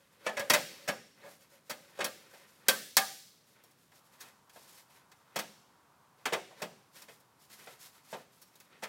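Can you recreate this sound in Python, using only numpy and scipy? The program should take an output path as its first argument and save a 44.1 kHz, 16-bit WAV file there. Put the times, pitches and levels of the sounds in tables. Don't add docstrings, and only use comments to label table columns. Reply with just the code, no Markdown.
import sys
import numpy as np
from scipy import signal
from scipy.fft import rfft, irfft
from scipy.io import wavfile

SR = 44100
rng = np.random.default_rng(int(sys.argv[2]) if len(sys.argv) > 2 else 0)


def bounce(signal):
    frames = np.transpose(np.atleast_2d(signal))
    limited = np.clip(frames, -1, 1)
    pcm = np.round(limited * 32767).astype(np.int16)
    wavfile.write(sys.argv[1], SR, pcm)


def invert_db(x):
    u = np.asarray(x, float) / 20
    return 10 ** u


N = 391608

# pitch_hz, relative level_db per Hz
MURMUR_SPECTRUM = [(24, -49), (40, -8), (140, 4.5), (312, -3.5), (467, -4.5), (873, -9.5), (1040, -6.5),
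                   (2380, -14.5), (4930, -16.5), (12800, -20), (16000, -25)]
MURMUR_DB = -69.5
# pitch_hz, relative level_db per Hz
HUM_SPECTRUM = [(300, -24), (500, -7.5), (800, 0.5), (1000, 3), (1450, -3.5), (1900, -17), (3000, -39)]
# time_s, level_db
HUM_LEVEL = [(0, -95.5), (3.9, -91), (3.93, -71), (6.2, -69), (8.88, -75)]
# pitch_hz, level_db, t60_s
ROOM = [(115.5, -5.5, .6), (360, -9.5, 0.63), (950, -9.5, 0.082), (2160, -14, 0.64), (4100, -12, 0.83),
        (7900, -10.5, 0.68), (16000, -14.5, 0.71)]
BAND_EDGES = 60 * 2 ** np.arange(0, 8.4, 1 / 3)
# pitch_hz, relative level_db per Hz
GLOVE_SPECTRUM = [(300, -31.5), (1500, -3), (3000, 1), (5000, 3.5), (9000, 0.5), (13000, 1), (16000, -7.5)]
# start_s, length_s, hiss_db, relative drag_db
STROKES = [(0, 0.067, -75.5, -70.5), (0.13, 0.013, -70.5, -64), (0.25, 0.72, -65, -56.5),
           (1.184, 0.093, -71.5, -58), (1.288, 0.059, -61.5, -64.5), (1.41, 0.02, -64, -65),
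           (1.512, 0.042, -65.5, -63), (1.666, .02, -69, -67), (1.721, 0.19, -70, -63),
           (2.177, 0.094, -79.5, -61), (2.31, 0.12, -65.5, -59.5), (2.47, 0.14, -69, -65.5),
           (3.476, 0.061, -69.5, -75), (3.563, 0.045, -85, -64), (3.656, 0.051, -75.5, -73.5),
           (3.784, 0.091, -72.5, -82), (3.947, 0.029, -64.5, -67), (4.055, 0.014, -68.5, -76),
           (4.132, 0.01, -64.5, -59.5), (4.202, 0.086, -63.5, -57.5), (4.541, .11, -62, -65),
           (4.68, 0.12, -59.5, -64.5), (4.907, 0.071, -67, -62), (5.099, 0.11, -76.5, -79),
           (5.26, 0.11, -83.5, -69.5), (6.19, 0.081, -75.5, -66.5), (6.954, 0.06, -57.5, -60.5),
           (7.097, 0.046, -64, -69), (7.409, 0.046, -65, -73), (7.519, 0.022, -56, -59),
           (7.592, 0.14, -59.5, -56), (7.811, 0.058, -55, -61), (7.94, .04, -65.5, -62.5),
           (8.05, 0.046, -66.5, -63), (8.12, 0.083, -63, -57), (8.33, 0.15, -69, -79),
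           (8.526, .13, -73.5, -69.5), (8.708, 0.018, -75, -63.5), (8.72, 0.043, -92, -58.5)]
STROKE_RISE_DB_PER_S, STROKE_FALL_DB_PER_S, STROKE_FLUTTER_DB = 600, 300.5, 0.5
# release_s, hiss_db, relative drag_db
STRAINS = [(.255, -63, -50.5), (0.871, -70, -58), (1.985, -61.5, -48.5), (2.674, -67, -52.5),
           (5.355, -75, -59.5), (6.612, -60.5, -48.5), (8.123, -54.5, -63), (8.83, -66.5, -63)]
STRAIN_RISE_DB_PER_S, STRAIN_FALL_DB_PER_S = 251, 2501.5
AT_REST_HISS_DB, AT_REST_DRAG_DB = -86.5, -76
# pitch_hz, level_db, t60_s
DRAG_HUM = [(561.4, -33, 0.13)]
# time_s, freedom of the lowest lingering mode_db, freedom of the others_db, #
# bending as change of pitch_percent, thud_db, lean of the others_db per octave
HOLD = [(0.27, 0.5, 1.5, 5.5, -6.5, 6), (0.399, 6.5, 1, -0.6, 3, 3), (0.52, 3, -16, 4, 0.3, 0.1),
        (0.9, -0.5, -2, 0.9, 4, 3), (1.25, 2, 12, 0.5, -2, 0.1), (1.7, 0.7, -2.5, 3.5, 0.1, 0.1),
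        (2.02, -0.1, -1.7, -1.5, -1, -3), (2.679, -2.5, 0.5, -5.6, -2, 13.5),
        (2.971, -3.5, 2.5, -0.2, -4, -0.5), (5.36, -13, -8, 0.5, 0.7, -2.5),
        (6.33, -7, -8.5, -3.5, 0.5, -5), (6.62, -3, -12, 4.5, 1.5, -3), (8.129, -16, -3, -1.5, 1.5, 0.5),
        (8.799, -9, -2.5, 3.0, 0.5, 4)]
# pitch_hz, level_db, t60_s
SHEET = [(175, -56.5, 0.23), (214.4, -47, 0.33), (440, -54, 0.05), (540, -48, 0.03), (784, -44, 0.067),
         (1025, -46, 0.18), (1210, -46, 0.04), (1548, -42.5, 0.11), (1796, -42, 0.087), (2046, -40, 0.14),
         (2180, -39.5, 0.099), (2450, -47.5, 0.053), (3860, -44.5, 0.1), (4130, -43.5, 0.16),
         (6700, -50.5, 0.071)]
# pitch_hz, level_db, t60_s
CROWD = [(120, -7.5, 0.15), (292, 3.5, 0.11), (690, 1.5, 0.2), (1430, 5.5, 0.11), (3220, 2, 0.13),
         (5670, 0, 0.07), (10300, -4, 0.078), (16440, -9.5, 0.19)]
# pitch_hz, level_db over the blow's level at that pitch, t60_s
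LINGERING = [(571, 2.5, 0.18), (780, -13, 0.36), (1203, -8.5, .25), (1652, -2, 0.2), (1780, -4, 0.11),
             (2190, -4, 0.079)]
# pitch_hz, level_db, t60_s
TUBE = [(5540, 0, .09), (5545, -15, .75)]
# start_s, level_db
TUBE_TAPS = [(0.5, -35), (0.886, -42), (3.638, -66), (5.362, -45), (8.412, -61)]
# start_s, boom_db, clank_db, crack_db, contact_ms
BLOWS = [(0.255, -70, -55, -56.5, 5.8), (0.264, -34.5, -33, -40.5, 2.6), (0.288, -41, -47.5, -51.5, 3.8),
         (0.368, -42, -36.5, -42.5, 5.5), (0.393, -38, -41, -39.5, 3.4), (0.408, -54, -48, -62, 1.3),
         (0.498, -29.5, -27, -24, 3.7), (0.5347, -34.5, -27, -24.5, 3), (0.541, -40, -38, -34.5, 2.9),
         (0.876, -44, -39.5, -40, 5.7), (0.886, -37.5, -37, -37, 1.8), (1.232, -50.5, -72, -62.5, 26),
         (1.258, -63, -66, -65, 5.3), (1.695, -45.5, -43.5, -39, 8.5), (1.988, -40, -49, -50.5, 4.1),
         (2.004, -39.5, -35.5, -42, 6.1), (2.042, -42.5, -39, -33.5, 3.8), (2.332, -61, -61, -60, 9),
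         (2.6836, -33.5, -26, -20.5, 1.1), (2.9685, -37, -25.5, -19.5, 0.42),
         (3.637, -69.5, -78, -64.5, 2.2), (3.71, -76.5, -78, -69.5, 2.6), (3.917, -71, -69, -70.5, 2.5),
         (4.203, -66, -57.5, -49.5, 8.3), (4.495, -75, -66.5, -62, 1.7), (4.559, -56, -62.5, -70, 3),
         (5.114, -70.5, -64.5, -62.5, 4.1), (5.358, -38, -38.5, -37, 4.9), (5.388, -46, -41.5, -38, 3.1),
         (6.254, -40, -33.5, -36.5, 3.9), (6.322, -32.5, -38, -45.5, 5.9), (6.332, -38.5, -36.5, -37, 1.4),
         (6.508, -58, -72, -72, 2.2), (6.617, -41.5, -42, -41, 6.2), (6.955, -70, -61, -57.5, 6.4),
         (7.018, -70.5, -61, -54.5, 3.1), (7.081, -57.5, -57, -62, 6.4), (7.2, -73, -85, -70.5, 2.8),
         (7.498, -73, -66, -61.5, 3), (7.669, -53.5, -55.5, -73, 4), (8.127, -42, -48.5, -51, 8.7),
         (8.415, -76.5, -72, -59, 5.9), (8.554, -75, -75.5, -63.5, 2.6), (8.6, -74, -67, -58.5, 2.7),
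         (8.822, -45, -46, -49.5, 7.1), (8.834, -58, -43.5, -44, 2.9)]
# low_hz, high_hz
CONTACT_BANDS = [(150, 330), (430, 850), (950, 3500), (3500, 9000), (9000, 17000)]
THUD_BELOW_BOOM_DB, THUD_FOLLOWS_CRACK = 11.5, 0.29


def rms_one(x):
    return x / np.sqrt(np.mean(x ** 2) + 1e-20)


def in_time(rows):
    s, *columns = np.transpose(rows)
    return [np.interp(np.arange(N) / SR, s, c) for c in columns]


def at_hz(rows, hz):
    f, *columns = np.transpose(rows)
    return [np.interp(np.log(hz), np.log(f), c) for c in columns]


def band(x, low_hz, high_hz):
    edges = [low_hz, min(high_hz, .45 * SR)]
    return signal.sosfilt(signal.butter(2, edges, "band", fs=SR, output="sos"), x)


def coloured(x, spectrum):
    hz = np.maximum(np.arange(len(x) // 2 + 1) * SR / len(x), 10)
    return rms_one(irfft(rfft(x) * invert_db(at_hz(spectrum, hz)[0]), len(x)))


def lumpy(x, width_hz, depth_db):
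    hz = np.arange(N // 2 + 1) * SR / N
    heights = np.minimum(rng.exponential(1, 4000), 2.5)
    peaks = np.interp(hz / width_hz, np.arange(4000), heights)
    return irfft(rfft(x) * invert_db(depth_db * peaks), N)


def drift(rate_hz):
    r = np.exp(-2 * np.pi * rate_hz / SR)
    return rms_one(signal.lfilter([1], [1, -2 * r, r * r], rng.standard_normal(N + SR))[SR:])


def ring(x, modes):
    out = 0
    for hz, level_db, t60 in modes:
        r = invert_db(-60 / (t60 * SR))
        w = 2 * np.pi * hz / SR
        mode = signal.lfilter([0, np.sin(w)], [1, -2 * r * np.cos(w), r * r], x + 1e-18)
        out = out + invert_db(level_db) * mode
    return out


def clusters(rows):
    out = np.zeros(N + 2 * SR)
    for (s, hz, level_db, t60), (split, turn) in zip(rows, rng.random((len(rows), 2))):
        t = np.arange(int(min(t60, 2) * SR)) / SR
        apart_hz = (12 + .002 * hz) * np.array([[0], [.6 + split], [-1.3 + .5 * turn]])
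        cycles = (hz + apart_hz) * t + [[0], [turn], [split]]
        trio = [1, .6, .5] @ np.sin(2 * np.pi * cycles)
        swell = 1 - np.exp(-t / 0.0027)
        out[round(s * SR):][:len(t)] += invert_db(level_db - 60 * t / t60) * swell * trio
    return out[:N]


def wash(power_in, table, width_hz, depth_db):
    out = 0
    white = lumpy(rng.standard_normal((2, N)), width_hz, depth_db)
    for k, (low, high) in enumerate(zip(BAND_EDGES, BAND_EDGES[1:])):
        level_db, t60 = at_hz(table, np.sqrt(low * high))
        keep = invert_db(-120 / (t60 * SR))
        stored = signal.lfilter([1 - keep], [1, -keep], power_in(low, high) + 1e-18)
        out = out + invert_db(level_db) * np.sqrt(stored) * rms_one(band(white[k % 2], low, high))
    return out


def room_murmur():
    return invert_db(MURMUR_DB) * coloured(rng.standard_normal(N), MURMUR_SPECTRUM)


def airy_hum():
    air = lumpy(rng.standard_normal(N), width_hz=13, depth_db=1.5)
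    return invert_db(in_time(HUM_LEVEL)[0]) * coloured(air, HUM_SPECTRUM)


def reverberation(near):
    def power_in(low, high):
        return band(near, low, high) ** 2
    return wash(power_in, ROOM, width_hz=31, depth_db=3.0)


def held(s):
    times, *columns = np.transpose(HOLD)
    return [np.interp(s, times, c) for c in columns]


def pressure_db():
    t = np.arange(N) / SR
    power = invert_db([[AT_REST_HISS_DB], [AT_REST_DRAG_DB]]) ** 2 * np.ones(N)
    rows = [(s, s + length, db, STROKE_RISE_DB_PER_S, STROKE_FALL_DB_PER_S)
            for s, length, *db in STROKES]
    rows += [(s, s, db, STRAIN_RISE_DB_PER_S, STRAIN_FALL_DB_PER_S) for s, *db in STRAINS]
    for start, end, db, rise, fall in rows:
        near = slice(max(int((start - .3) * SR), 0), int((end + .3) * SR))
        shape_db = -rise * np.maximum(start - t[near], 0) - fall * np.maximum(t[near] - end, 0)
        power[:, near] += invert_db(np.array(db)[:, None] + shape_db) ** 2
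    flutter_db = STROKE_FLUTTER_DB * np.array([drift(10.0), drift(15.0)])
    shared_flutter_db = 1.2 * drift(60.0)
    return 10 * np.log10(power) + flutter_db + shared_flutter_db


def sliding():
    hiss_db, drag_db = pressure_db()
    fine = rng.standard_normal(N) * invert_db(1.4 * rng.exponential(1, N))
    grit = 5.0 * rng.standard_normal(N) * (rng.random(N) < 150 / SR)
    fine = lumpy(fine + grit, width_hz=120, depth_db=1.2)
    coarse = rng.standard_normal(N) * (rng.random(N) < 2500 / SR)
    hiss = invert_db(hiss_db) * coloured(fine, GLOVE_SPECTRUM)
    drag = invert_db(drag_db - 8.5) * rms_one(band(coarse, 230, 3300))
    return hiss, drag


def drag_hum(drag):
    freedom_db = held(np.arange(N) / SR)[0]
    return ring(drag * invert_db(freedom_db), DRAG_HUM)


def crowd(power, drag):
    def power_in(low, high):
        hz = np.sqrt(low * high)
        share = [(high - low) / (b - a) / (1 + ((hz * hz - a * b) / (hz * (b - a))) ** 4)
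                 for a, b in CONTACT_BANDS]
        slow = np.exp(-3.0 * (high - low) / SR)
        filled = signal.lfilter([1 - slow], [1, -slow], share @ power)
        return filled + band(drag, low, high) ** 2
    return wash(power_in, CROWD, width_hz=60, depth_db=4.5)


def tones():
    luck_db = 1.5 * rng.standard_normal((len(BLOWS), len(LINGERING)))
    rows = []
    for (s, boom_db, clank_db, *_), luck_row in zip(BLOWS, luck_db):
        lowest_free_db, others_free_db, bend_percent, _, lean_db = held(s)
        for k, ((hz, level_db, t60), luck) in enumerate(zip(LINGERING, luck_row)):
            if k == 0:
                blow_db = boom_db + lowest_free_db
            else:
                octaves = np.log2(hz / LINGERING[3][0])
                blow_db = clank_db + others_free_db + lean_db * octaves
            rows.append((s, hz * (1 + bend_percent / 100), level_db + luck + blow_db, t60))
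    for s, tap_db in TUBE_TAPS:
        rows += [(s, hz, tap_db + level_db, t60) for hz, level_db, t60 in TUBE]
    return clusters(rows)


def blow_levels_db(s, boom, clank, crack):
    lowest_free_db, others_free_db, _, thud_db, _ = held(s)
    thud = boom + thud_db - THUD_BELOW_BOOM_DB + THUD_FOLLOWS_CRACK * (crack - boom)
    fizz = crack - 3.0 + 0.65 * (crack - clank) + 0.25 * min(crack - boom, 0)
    boom = boom - .8 * max(lowest_free_db + 2, 0)
    clank = clank - .8 * max(others_free_db + 2, 0)
    return [thud, boom, clank, crack, fizz]


def blows():
    length = 4096
    t = np.arange(length) / SR
    size = (len(BLOWS), length)
    slips = rng.standard_normal(size) * invert_db(2.2 * rng.exponential(1, size))
    force, power = np.zeros(N + length), np.zeros((5, N + length))
    for (s, boom_db, clank_db, crack_db, contact_ms), burst in zip(BLOWS, slips):
        start = round(s * SR)
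        life = np.clip(contact_ms, .2, 30) / 1000
        shape = (1 - np.exp(-t / (0.8 * life))) * np.exp(-t / life)
        energy = invert_db(blow_levels_db(s, boom_db, clank_db, crack_db)) ** 2 * .0125 * SR
        power[:, start:][:, :length] += energy[:, None] * shape ** 2 / np.sum(shape ** 2)
        burst = burst * shape
        burst[0] = 2.0 * np.sqrt(np.sum(burst ** 2)) * min(1, 0.00051 / life) ** 2
        for share, (low, high) in zip(energy, CONTACT_BANDS):
            part = band(burst, low, high)
            force[start:][:length] += part * np.sqrt(share / np.sum(part ** 2))
    return force[:N], power[:, :N]


def scene():
    hiss, drag = sliding()
    force, power = blows()
    direct = invert_db(-4.5) * (force + drag)
    sheet = ring(force + drag, SHEET) + crowd(power, drag) + drag_hum(drag)
    near = direct + sheet + tones() + hiss
    background = room_murmur() + airy_hum()
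    return (near + reverberation(near) + background)[None]


def low_pass(x):
    return signal.sosfilt(signal.butter(12, 16680, fs=SR, output="sos"), x)


def record(dry):
    mix = signal.sosfilt(signal.butter(2, 90, "high", fs=SR, output="sos"), dry)
    mix = signal.sosfilt(signal.cheby2(10, 40, 16800, fs=SR, output="sos"), mix)
    return low_pass(mix)


dry = scene()
out = record(dry)
bounce(out)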